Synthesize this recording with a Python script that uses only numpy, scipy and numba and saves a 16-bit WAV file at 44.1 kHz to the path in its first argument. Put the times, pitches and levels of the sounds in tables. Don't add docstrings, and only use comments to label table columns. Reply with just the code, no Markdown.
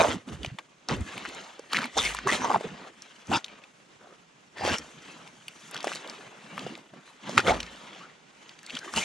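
import sys
import numpy as np
from scipy import signal
from scipy.fft import rfft, irfft, next_fast_len
from scipy.io import wavfile
from scipy.ndimage import uniform_filter1d, map_coordinates
from numba import njit

SR = 44100
rng = np.random.default_rng(int(sys.argv[2]) if len(sys.argv) > 2 else 0)


def wrap_up_sound(samples):
    columns = np.atleast_2d(samples).T
    tamed = np.clip(columns, -1, 1)
    steps = np.round(tamed * 32767).astype(np.int16)
    wavfile.write(sys.argv[1], SR, steps)


N = 398663

# start_s (at full strength), rise_s, hold_s, fall_s, hollow_db, slit_db, fizz_db
PULLS = [(0, .01, 0.0064, 0.12, -22, -9, -13), (.06, 0.053, 0.073, 0.052, -41, 4, -2),
         (.282, 0.02, 0.011, 0.04, -47, -3, -9), (.33, .03, .01, .06, -47.5, 0, -7),
         (.43, 0.053, 0.012, 0.16, -54, 4.5, -6), (.59, 0.0058, 0.0029, 0.025, -43.5, -24, -30),
         (.895, 0.009, 0.019, 0.062, -32, 0, -6.5), (1.1, 0.22, 0.29, 0.36, -49, 3, -4.5),
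         (1.725, 0.029, 0.13, 0.044, -41.5, 3.5, -11), (1.975, 0.012, 0.0084, 0.046, -26.5, -0.5, -2),
         (2.04, 0.11, 0.024, 0.14, -41.5, 10, 4), (2.21, 0.046, 0.038, .05, -53.5, 8.5, -21),
         (2.28, 0.0096, 0.064, 0.072, -34, 3.5, 1), (2.42, 0.09, 0.14, 0.041, -33.5, -5.5, -15),
         (2.65, 0.097, 0.01, 0.11, -44.5, -2, -8), (2.75, 0.15, 0.13, 0.054, -51, -2, -11),
         (3.04, 0.21, 0.079, 0.72, -63, 7, 0.5), (3.325, 0.041, 0.046, 0.038, -35.5, -4, -3),
         (3.51, 0.13, 0.022, 0.17, -52.5, -2, -18), (4.01, 0.031, .12, 0.069, -59, -7, -15),
         (4.575, 0.02, 0.031, .1, -43, -3.5, -11), (4.645, 0.024, 0.11, 0.051, -35, 2.5, -5.5),
         (4.82, 0.074, 0.037, 1, -56.5, 1, -1.5), (5.06, 0.13, 0.068, 0.095, -57.5, 6.5, -1.5),
         (5.2, 0.082, 0.092, 0.059, -56.5, -2.5, -6.5), (5.65, 0.44, 0.018, 0.13, -60, 6.5, 5.5),
         (5.74, 0.051, 0.037, 0.15, -48, 3.5, -10), (5.88, 0.11, 0.081, 0.11, -48.5, 5.5, 1),
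         (6.03, 0.18, 0.12, 0.43, -50, 0, -6.5), (6.62, 0.4, 0.08, 0.17, -48.5, 1, -8),
         (6.95, 0.062, 0.02, 0.058, -58, 0, -20), (7.06, 0.23, 0.039, 0.17, -60.5, 1.5, -7),
         (7.29, 0.098, 0.057, 0.1, -46.5, 4.5, -2.5), (7.38, 0.014, 0.012, 0.023, -27, 3, -9),
         (7.48, 0.045, 0.013, 0.091, -24.5, -5, -10), (7.62, 0.38, 0.38, 0.2, -52, 1.5, -8),
         (8.5, 0.43, 0.039, 0.074, -60.5, 2.5, -1), (8.74, 0.17, 0.047, 0.051, -55, 9.5, 2.5),
         (8.84, 0.048, 0.07, 0.026, -52, 2, -2), (8.97, 0.039, 0.0092, 0.14, -35.5, 4, 4.5)]
# pitch_hz, level_db
FIZZ_COLOUR = [(1760, -36), (3000, -2.5), (4060, -11), (4380, -11), (5160, -6.5), (6390, 1), (10400, -14),
               (15500, -41.5)]
# start_s (at full strength), rise_s, hold_s, fall_s, level_db, deep_db
GURGLES = [(0, .01, 0.15, 0.048, -35.5, -5.5), (.315, 0.051, 0.024, 0.074, -41, -0.5),
           (.41, 0.067, 0.038, 0.055, -44, -0.5), (.9, 0.016, 0.028, 0.16, -30.5, -11),
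           (.97, 0.035, 0.058, 0.031, -48, 14.5), (1.16, 0.077, 0.14, 0.31, -50, -14),
           (1.74, 0.052, 0.087, 0.096, -46, -31), (1.97, 0.024, 0.013, 0.18, -40.5, -4),
           (2.27, 0.086, 0.3, 0.058, -39.5, -13.5), (2.65, 0.074, 0.027, 0.27, -43, -17),
           (3.3, 0.017, 0.072, 0.013, -33.5, -6), (3.5, .05, 0.048, 0.13, -60, -15),
           (4.03, 0.089, 0.054, 0.076, -66, -19), (4.65, 0.06, 0.08, 0.096, -36.5, -5),
           (4.95, 0.24, 0.23, 0.46, -56, -19), (5.75, 0.36, 0.44, 0.41, -55.5, -25),
           (6.6, 0.28, 0.12, 0.14, -44.5, -24), (6.93, 0.022, 0.068, 0.029, -53.5, -19),
           (7.28, 0.049, 0.075, .1, -38.5, -33), (7.38, 0.015, 0.0074, 0.028, -29.5, -0.5),
           (7.49, 0.11, 0.019, .13, -32.5, -4), (7.7, .1, .35, 0.1, -57, -23),
           (8.75, 0.082, 0.014, 0.079, -51, -21), (8.98, 0.042, 0.006, 0.041, -32.5, -10)]
# start_s, length_s, first_hz, last_hz, level_db
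BURPS = [(0, 0.021, 660, 617, -20.5), (0, 0.021, 3930, 3800, -30), (0.032, 0.033, 690, 616, -25),
         (.158, .016, 200, 190, -34), (.272, 0.034, 253, 162, -39), (.472, 0.014, 115, 115, -35),
         (.516, 0.042, 110, 177, -40), (0.902, 0.038, 890, 900, -34), (1.766, 0.041, 233, 232, -36),
         (1.832, 0.046, 230, 247, -40), (1.725, .012, 2950, 3080, -30.5), (1.966, 0.024, 580, 1250, -28),
         (1.971, 0.043, 3790, 3450, -26), (2.038, 0.043, 2120, 2250, -28.5), (2.099, .03, 2110, 1960, -43),
         (2.248, 0.038, 320, 412, -30.5), (2.266, 0.047, 940, 1160, -28.5),
         (2.281, 0.032, 1750, 2030, -26.5), (2.31, .04, 1940, 2190, -30.5), (2.446, 0.009, 990, 930, -30),
         (2.467, 0.014, 950, 900, -32), (2.499, 0.0097, 900, 890, -20.5), (2.511, 0.0088, 930, 895, -22),
         (2.541, 0.017, 880, 880, -20), (2.557, 0.0068, 880, 875, -17.5), (2.418, 0.045, 6000, 6200, -41),
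         (2.64, 0.032, 420, 380, -34.5), (3.314, 0.062, 786, 970, -26.5), (3.32, 0.063, 1400, 1340, -31.5),
         (3.324, 0.043, 2780, 2700, -30), (3.333, 0.041, 3640, 3400, -32.5),
         (3.334, 0.051, 4860, 5040, -35.5), (3.285, 0.072, 198, 353, -34.5), (4.565, 0.13, 1820, 1760, -45),
         (4.574, 0.12, 4800, 4760, -47.5), (4.606, 0.076, 795, 810, -35.5), (4.643, 0.16, 5700, 5500, -44),
         (4.69, 0.033, 1690, 1600, -35), (4.695, 0.077, 2700, 2930, -36.5), (7.393, 0.012, 1410, 1420, -24),
         (7.462, 0.05, 2120, 2250, -28), (7.451, 0.024, 580, 560, -32.5), (7.48, 0.046, 513, 810, -21.5),
         (7.511, 0.028, 800, 900, -31), (7.466, 0.026, 1370, 1260, -27), (8.003, 0.063, 1110, 1420, -48),
         (8.67, 0.035, 2010, 2730, -51), (8.727, .03, 3250, 3200, -46), (8.736, 0.025, 228, 252, -41.5),
         (8.763, 0.016, 3060, 3320, -35), (8.805, 0.056, 1550, 1620, -48), (8.835, 0.09, 360, 345, -50),
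         (8.866, 0.038, 1750, 1720, -51), (8.872, 0.035, 1230, 1070, -44.5),
         (8.96, 0.039, 2860, 2910, -28.5), (8.967, 0.022, 770, 880, -29.5),
         (9.006, .033, 2200, 2290, -33.5)]
# start_s, level_db, pitch_hz, crack_db
POPS = [(.287, -33.5, 2880, -19), (.431, -24, 2970, -27), (.446, -19.5, 2540, -30), (.447, -27.5, 736, -24),
        (.46, -23, 3050, -27), (.585, -26.5, 1015, -30), (.586, -20, 2264, -40), (.886, -24.5, 910, 8.5),
        (.964, -35, 10400, -20), (1.007, -32, 7940, -20), (1.177, -32, 10700, -12), (1.178, -23, 2630, -27),
        (1.288, -31.5, 7660, -3), (1.347, -33, 6760, -8), (1.251, -23.5, 1450, -27),
        (1.256, -23.5, 1450, -27), (1.593, -25, 498, -10), (1.718, -26, 1156, -14),
        (1.731, -13.5, 4090, -11), (1.732, -15.5, 1350, -27), (1.745, -13, 1660, -30),
        (1.751, -16, 2170, -25), (1.757, -16, 1900, -30), (1.763, -16, 2110, -25), (1.781, -17, 1400, -20),
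        (1.797, -23, 1870, -14), (1.807, -26, 1600, -27), (1.768, -10.5, 2130, -32),
        (1.769, -21, 4200, -13), (1.787, -13, 1490, -19), (1.787, -19, 3280, -18), (1.817, -20, 1517, -12),
        (1.817, -28, 3500, -14), (1.829, -18, 1300, -18), (1.841, -18, 2210, -9.5), (1.855, -24, 1400, -5),
        (2.136, -31, 3470, -8), (2.147, -19.5, 966, -4), (2.167, -25.5, 3500, -2), (2.187, -20, 1490, -12),
        (2.271, -8.5, 1070, -19), (2.444, -13, 920, -18), (2.609, -20, 494, -32), (2.872, -34, 745, -26),
        (3.02, -29.5, 5500, -30), (3.27, -36, 6140, -7), (3.316, -15, 844, -26), (3.336, -13, 860, -23),
        (3.443, -20, 3670, -31), (3.461, -35, 4100, -10), (3.481, -32.5, 2600, -22),
        (3.637, -32.5, 2430, -24), (4.57, -28.5, 810, -13), (4.572, -34, 1910, -20),
        (4.582, -26.5, 1920, -10), (4.797, -29.5, 397, -14), (4.609, -22.5, 657, -22),
        (4.635, -20, 840, -22), (4.649, -15.5, 644, -10), (4.676, -15.5, 610, -22), (4.696, -19, 1700, -10),
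        (4.74, -19, 2900, -6), (4.783, -20.5, 5500, -2), (5.275, -34.5, 2740, -9), (5.481, -23, 2600, -7),
        (5.711, -40, 910, 12.5), (5.743, -26.5, 1260, -10), (5.743, -21.5, 4450, -12),
        (5.757, -27, 1480, -12), (5.764, -22.5, 3360, -24), (5.775, -24, 3000, -26),
        (5.787, -33, 3270, -25), (5.804, -23, 3230, -28), (5.828, -30, 5620, -7), (5.843, -16.5, 790, -10),
        (5.87, -13, 528, -28), (5.871, -20, 2720, -9), (5.85, -25, 640, -8), (5.927, -27, 2680, -14),
        (5.95, -28, 4960, -1), (5.878, -21, 1990, -20), (5.893, -27, 2600, -12), (5.917, -19.5, 1260, -20),
        (5.933, -23, 2700, -16), (5.956, -24.5, 4070, -7), (6.074, -31, 3540, -9),
        (6.097, -25.5, 4860, -16), (6.578, -20, 1310, -15), (6.592, -25.5, 2670, -2.5),
        (6.665, -21.5, 544, -16), (6.752, -43, 4600, 13), (6.776, -35, 725, -5), (6.936, -32.5, 510, -22),
        (7.076, -35, 1210, -18), (7.293, -22, 643, -6), (7.377, -0.5, 1340, -41), (7.378, -4.5, 2390, -25),
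        (7.402, -21, 4720, -12), (7.602, -14, 3140, -29), (7.629, -25, 2470, -1), (7.664, -32, 1700, -5),
        (8.492, -31.5, 3140, -11.5), (8.589, -36, 2600, -4), (8.63, -37, 1700, -2), (8.663, -30, 4370, -3),
        (8.696, -26, 2630, -21), (8.704, -24.5, 2740, -27), (8.751, -21, 3320, -18),
        (8.768, -24.5, 1460, -9), (8.789, -26.5, 5940, -4), (8.845, -30, 1740, -21),
        (8.937, -19.5, 1135, -6), (8.961, -16, 4350, -5)]
# start_s, level_db, slips_per_s
CREAK = [(3.985, -90, 0), (3.998, -63, 66), (4.09, -59, 63), (4.13, -56, 50), (4.17, -72, 40),
         (4.2, -90, 0)]
# start_s, level_db, pitch_hz, fade_s
THUDS = [(2.029, -35, 53.2, 0.73), (7.484, -27.5, 53.6, 0.44)]
# pitch_hz, level_db
HUSH_COLOUR = [(15, -45), (25, -15), (93, -15), (142, -2), (186, 0), (529, -6), (1240, -6), (2780, -8),
               (4260, -15), (7480, -19), (10300, -32), (12800, -55), (15000, -63)]
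# pitch_hz, likeness (1 same, 0 unrelated, -1 opposite)
HUSH_ALIKE = [(60, 1), (240, 0.7), (950, -0.34), (3770, 0.51), (15000, -0.53)]
# pitch_hz, likeness
NEAR_ALIKE = [(40, 0.15), (110, 1), (350, 1), (700, 0.43), (2000, 0.67), (5000, 1), (9000, 0.33)]
# start_s, left_minus_right_db
PLACE = [(0, 1.5), (1.1, 3), (2.3, 2), (3.3, 3.5), (4.4, 3), (5.6, 3), (6.6, 3), (7.8, 2.5), (9.04, 2.5)]
# pitch_hz, lead_radians
PORT_LEAD = [(60, -0.32), (300, -0.28), (860, 0.98), (2070, -0.48), (6980, 1), (15200, 1)]
# pitch_hz, left_minus_right_db
PORT_LEAN = [(60, -2), (180, -4.5), (550, -5), (1650, -0.5), (4970, -2.5), (15000, -4)]

TOP_HZ = 15700
SLOPE_DB = 20
REST_DB, REST_SLIT_DB, REST_FIZZ_DB = -69, -4, -1
SEEP_DB = -69
FIZZ_PATCHY_DB, AIR_PATCHY_DB, FIZZ_TURNS = 2.5, 3.5, 9
TOP_FLICKER_DB = 3
CLEAN_HZ, CLEAN_ROUGH = 300, .8
POP_FADE_S, POP_SMALLER, BURST = 0.024, 0.22, 0.65
DRIP_DB, DRIP_FADE_S, DRIP_SHARPNESS = -26, .07, 1.2
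NEIGHBOUR, NEIGHBOUR_DB = 1.6, -13
TICKS_PER_S, TICK_DB, TICK_SPREAD_DB, TICK_HZ, TICK_RANGE_DB = 22, 5, 3, 2200, 14
CREAK_START = .57


def suction():
    hollow_db, slit_db, fizz_db = draught()
    effort = np.clip((hollow_db + 55) / 25, 0, 1)
    lip = even(flutter(rate=170, depth=2 * effort))

    drawn = puffs(rate=84, depth_db=2.0 + 0.33 * effort, patchy_db=AIR_PATCHY_DB)
    air = unit(lip * drawn) + amp(-11.5) * bubbles(rate=500, top_hz=2227, turns=2.74)
    drift = amp(wobble(12))
    hollow = cavity(air, 520 * drift, sharpness=0.21)
    slit = cavity(air, (1900 + 500 * effort) * drift, sharpness=0.4)
    low = unit(filtered(hollow, lambda hz: keep_below(hz, 1400, 4) * keep_above(hz, 260, 4)))
    high = unit(filtered(slit, lambda hz: keep_below(hz, 3800, 4) * keep_above(hz, 1100, 4)))

    mist = puffs(rate=76, depth_db=1.5 + 1.0 * effort, patchy_db=FIZZ_PATCHY_DB)
    spray = unit(lip * mist) + amp(-3.5) * bubbles(rate=180, top_hz=5630, turns=FIZZ_TURNS)
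    fizz = unit(filtered(spray, lambda hz: amp(along(FIZZ_COLOUR, hz))))
    finest = filtered(fizz, lambda hz: keep_above(hz, 7500, 6))
    fizz = fizz + (amp(TOP_FLICKER_DB * wobble(10)) - 1) * finest
    return amp(hollow_db) * low + amp(slit_db) * high + amp(fizz_db) * fizz


def draught():
    return swells(PULLS, [REST_DB, REST_DB + REST_SLIT_DB, REST_DB + REST_FIZZ_DB])


def flutter(rate, depth):
    cycle = np.cumsum(rate * amp(3.0 * wobble(30))) / SR % 1
    return np.exp(-depth * cycle)


def puffs(rate, depth_db, patchy_db):
    bands = signal.stft(rng.standard_normal((2, N)), nperseg=512)[2]
    patches = rng.standard_normal(bands.shape[1:])
    patches = uniform_filter1d(patches, size=2, axis=0)
    patches = uniform_filter1d(patches, size=12, axis=1)
    air = signal.istft(bands * amp(patchy_db * unit(patches)), nperseg=512)[1][:, :N]
    return unit(even(amp(depth_db * wobble(rate))) * air)


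def bubbles(rate, top_hz, turns):
    when, size, loud, side = rng.random((int(rate * N / SR), 4)).T[..., None]
    t = np.arange(256) / SR
    hz = top_hz * amp(18.28 * (size - 1.0))
    strength = amp(-2.5 * np.log(loud + 0.0049))
    grain = strength * np.exp(-t * hz / turns) * np.sin(2 * np.pi * hz * t)
    at = ((when * N).astype(int) + np.arange(256)).ravel()
    layers = [np.bincount(at, (weight * grain).ravel(), N + 256)[:N] for weight in (1, side - .5)]
    return unit(np.array(layers))


def gurgle():
    db, deep_db = swells(GURGLES, [SEEP_DB, SEEP_DB - 28])
    air = puffs(rate=35, depth_db=3.0, patchy_db=0.5)
    pocket_hz = 190 * amp(2.04 * wobble(25))
    deep_hz = 85 * amp(2.43 * wobble(7.6))
    pockets = cavity(cavity(air, pocket_hz, sharpness=1.5), pocket_hz, sharpness=0.8)
    deep = cavity(cavity(air, deep_hz, sharpness=1.7), deep_hz, sharpness=1.6)
    pockets = filtered(pockets, lambda hz: keep_above(hz, 115, 6))
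    deep = filtered(deep, lambda hz: keep_above(hz, 48, 4))
    return amp(db) * even(pockets) + amp(deep_db) * even(deep)


def burps():
    out = np.zeros(N + SR)
    air = flutter(rate=140, depth=1.2) * rng.standard_normal(N)
    for start_s, length_s, first_hz, last_hz, db in BURPS:
        k = np.arange(round(start_s * SR), round((start_s + length_s) * SR))
        u = np.linspace(0, 1, len(k))
        hz = first_hz + (last_hz - first_hz) * u
        sharp = 5.5 * (first_hz / 1000) ** 0.33
        note = cavity(cavity(air[None, k], hz, sharpness=sharp), hz, sharpness=sharp)[0]
        if first_hz < CLEAN_HZ:
            note = np.sin(2 * np.pi * np.cumsum(hz) / SR) + CLEAN_ROUGH * unit(note)
        shape = np.sin(np.pi * u ** 0.83) ** 0.35
        out[k] += amp(db) * shape * unit(note)
    return out[:N]


def pops():
    out = np.zeros(N + SR)
    t = np.arange(SR // 16) / SR
    films = POPS + ticks()
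    chance = rng.standard_normal((len(films), 2))
    rise = 1 - np.exp(-(t / .001) ** 3)
    for (start_s, db, hz, crack_db), (neighbour_luck, crack_luck) in zip(films, chance):
        since_snap = t - .0015
        snap = np.exp(-(since_snap * (hz / 1000) ** .7 * 1400) ** 2)
        burst = snap * np.cos(2 * np.pi * hz * since_snap)

        neighbour_hz = NEIGHBOUR * amp(neighbour_luck) * hz
        tone = .4 * np.sin(2 * np.pi * hz * t) + amp(NEIGHBOUR_DB) * np.sin(2 * np.pi * neighbour_hz * t)
        noise = rng.standard_normal((2, len(t)))
        pocket_hz = hz + 0 * t
        splat = 0.3 * cavity(noise[:1], pocket_hz, sharpness=3.5)[0]
        fade = amp(-60 * t / POP_FADE_S * (hz / 1500) ** POP_SMALLER)

        drip = amp(DRIP_DB - 60 * t / DRIP_FADE_S) * cavity(noise[:1], pocket_hz, DRIP_SHARPNESS)[0]
        crack_hz = 5200 * amp(3.0 * crack_luck) + 0 * t
        crack = cavity(cavity(noise[1:], crack_hz, sharpness=1.2), crack_hz, sharpness=1.2)[0]
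        crack = amp(crack_db - 60 * t / 0.013) * crack
        pop = BURST * burst + rise * (fade * (tone + splat) + drip + crack)
        out[round(start_s * SR):][:len(t)] += amp(db) * pop
    return filtered(out[:N], lambda hz: keep_below(hz, 10500, 6) * keep_above(hz, 200, 4))


def ticks():
    when, size, pocket = rng.random((round(TICKS_PER_S * N / SR), 3)).T
    slit_db = draught()[1][(when * N).astype(int)]
    db = np.minimum(slit_db, -45) + TICK_DB - TICK_SPREAD_DB * np.log(size + .05)
    hz = TICK_HZ * amp(TICK_RANGE_DB * (pocket - .5))
    return list(zip(when * N / SR, db, hz, -28 + 0 * db))


def creak():
    db, rate = curves(CREAK)
    cycle = np.cumsum(rate * amp(.3 * wobble(60))) / SR + CREAK_START
    jerks = np.exp(-6.5 * (cycle % 1)) * amp(1.5 * wobble(60)) * rng.standard_normal((1, N))
    low_knock = cavity(jerks, np.full(N, 480.), sharpness=2)
    high_knock = cavity(jerks, np.full(N, 1250.), sharpness=3.5)
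    knocks = low_knock + 1.7 * high_knock
    return amp(db) * even(filtered(knocks[0], lambda hz: keep_below(hz, 2000, 4)))


def thuds():
    out = np.zeros(N + SR)
    t = np.arange(SR // 2) / SR
    for start_s, db, hz, fade_s in THUDS:
        shape = amp(db - 60 * t / fade_s) * (1 - np.exp(-t / 0.024))
        out[round(start_s * SR):][:len(t)] += shape * np.sin(2 * np.pi * hz * t)
    return out[:N]


def hush():
    noise = filtered(rng.standard_normal((2, N)), lambda hz: amp(along(HUSH_COLOUR, hz)))
    level = amp(-59.5 + wobble(1.8) + 1.8 * wobble(52))
    return level * unit(spread(noise, HUSH_ALIKE))


def cavity(x, hz, sharpness):
    radius = np.exp(-np.pi * hz / sharpness / SR)
    return unit(ring(x, radius, 2 * np.pi * hz / SR) * np.sqrt(1 - radius))


@njit
def ring(x, radius, angle):
    y = np.zeros_like(x)
    for c in range(x.shape[0]):
        for i in range(2, x.shape[1]):
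            push = x[c, i] - x[c, i - 2]
            swing = 2 * radius[i] * np.cos(angle[i]) * y[c, i - 1]
            y[c, i] = push + swing - radius[i] ** 2 * y[c, i - 2]
    return y


def swells(rows, rest):
    t = np.arange(0, N + 64, 64) / SR
    start, rise, hold, fall, db, *others = np.transpose(rows)[..., None]
    before = np.clip(start - t, 0, None) / np.abs(rise)
    after = np.clip(t - start - hold, 0, None) / np.abs(fall)
    shape = db - SLOPE_DB * (before + after)
    levels = []
    for relative_db, rest_db in zip([0, *others], rest):
        events = np.linalg.norm(amp(shape + relative_db), axis=0)
        level_db = 20 * np.log10(np.hypot(events, amp(rest_db)))
        levels.append(np.interp(np.arange(N) / SR, t, level_db))
    return levels


def even(gain):
    return gain / np.sqrt(np.abs(uniform_filter1d(gain ** 2, size=SR // 10)) + 1e-9)


def wobble(rate):
    return map_coordinates(rng.standard_normal(int(N * rate / SR) + 4), [np.arange(N) * rate / SR])


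def curves(rows):
    s, *columns = np.transpose(rows)
    return [np.interp(np.arange(N) / SR, s, column) for column in columns]


def along(points, hz):
    f, v = np.transpose(points)
    return np.interp(np.log(hz + 1), np.log(f + 1), v)


def filtered(x, response):
    m = next_fast_len(N + SR // 2)
    return irfft(rfft(x, m) * response(np.fft.rfftfreq(m, 1 / SR)), m)[..., :N]


def keep_below(hz, edge_hz, steepness):
    return 1 / (1 + (hz / edge_hz) ** steepness)


def keep_above(hz, edge_hz, steepness):
    return 1 / (1 + (edge_hz / (hz + 1)) ** steepness)


def spread(pair, alike):
    def mix(hz):
        turn = np.arccos(np.clip(along(alike, hz), -1, 1)) / 2
        return np.array([np.cos(turn), np.sin(turn)])
    mid, side = filtered(pair, mix)
    return np.array([mid + side, mid - side])


def panned(db):
    return amp(np.array([db / 2, -db / 2]))


def amp(db):
    return 10 ** (np.asarray(db) / 20)


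def unit(x):
    return x / np.sqrt(np.mean(x ** 2) + 1e-20)


def scene():
    mud = spread(suction() + gurgle(), NEAR_ALIKE) + burps() + pops() + creak()
    boots = mud * panned(curves(PLACE)[0])
    return boots + thuds() * [[1], [.6]] + hush()


def record(dry):
    def ports(hz):
        phase = np.exp(.5j * np.outer([1, -1], along(PORT_LEAD, hz)))
        return panned(along(PORT_LEAN, hz)) * phase
    return filtered(dry, lambda hz: ports(hz) * (hz < TOP_HZ))


dry = scene()
out = record(dry)
wrap_up_sound(out)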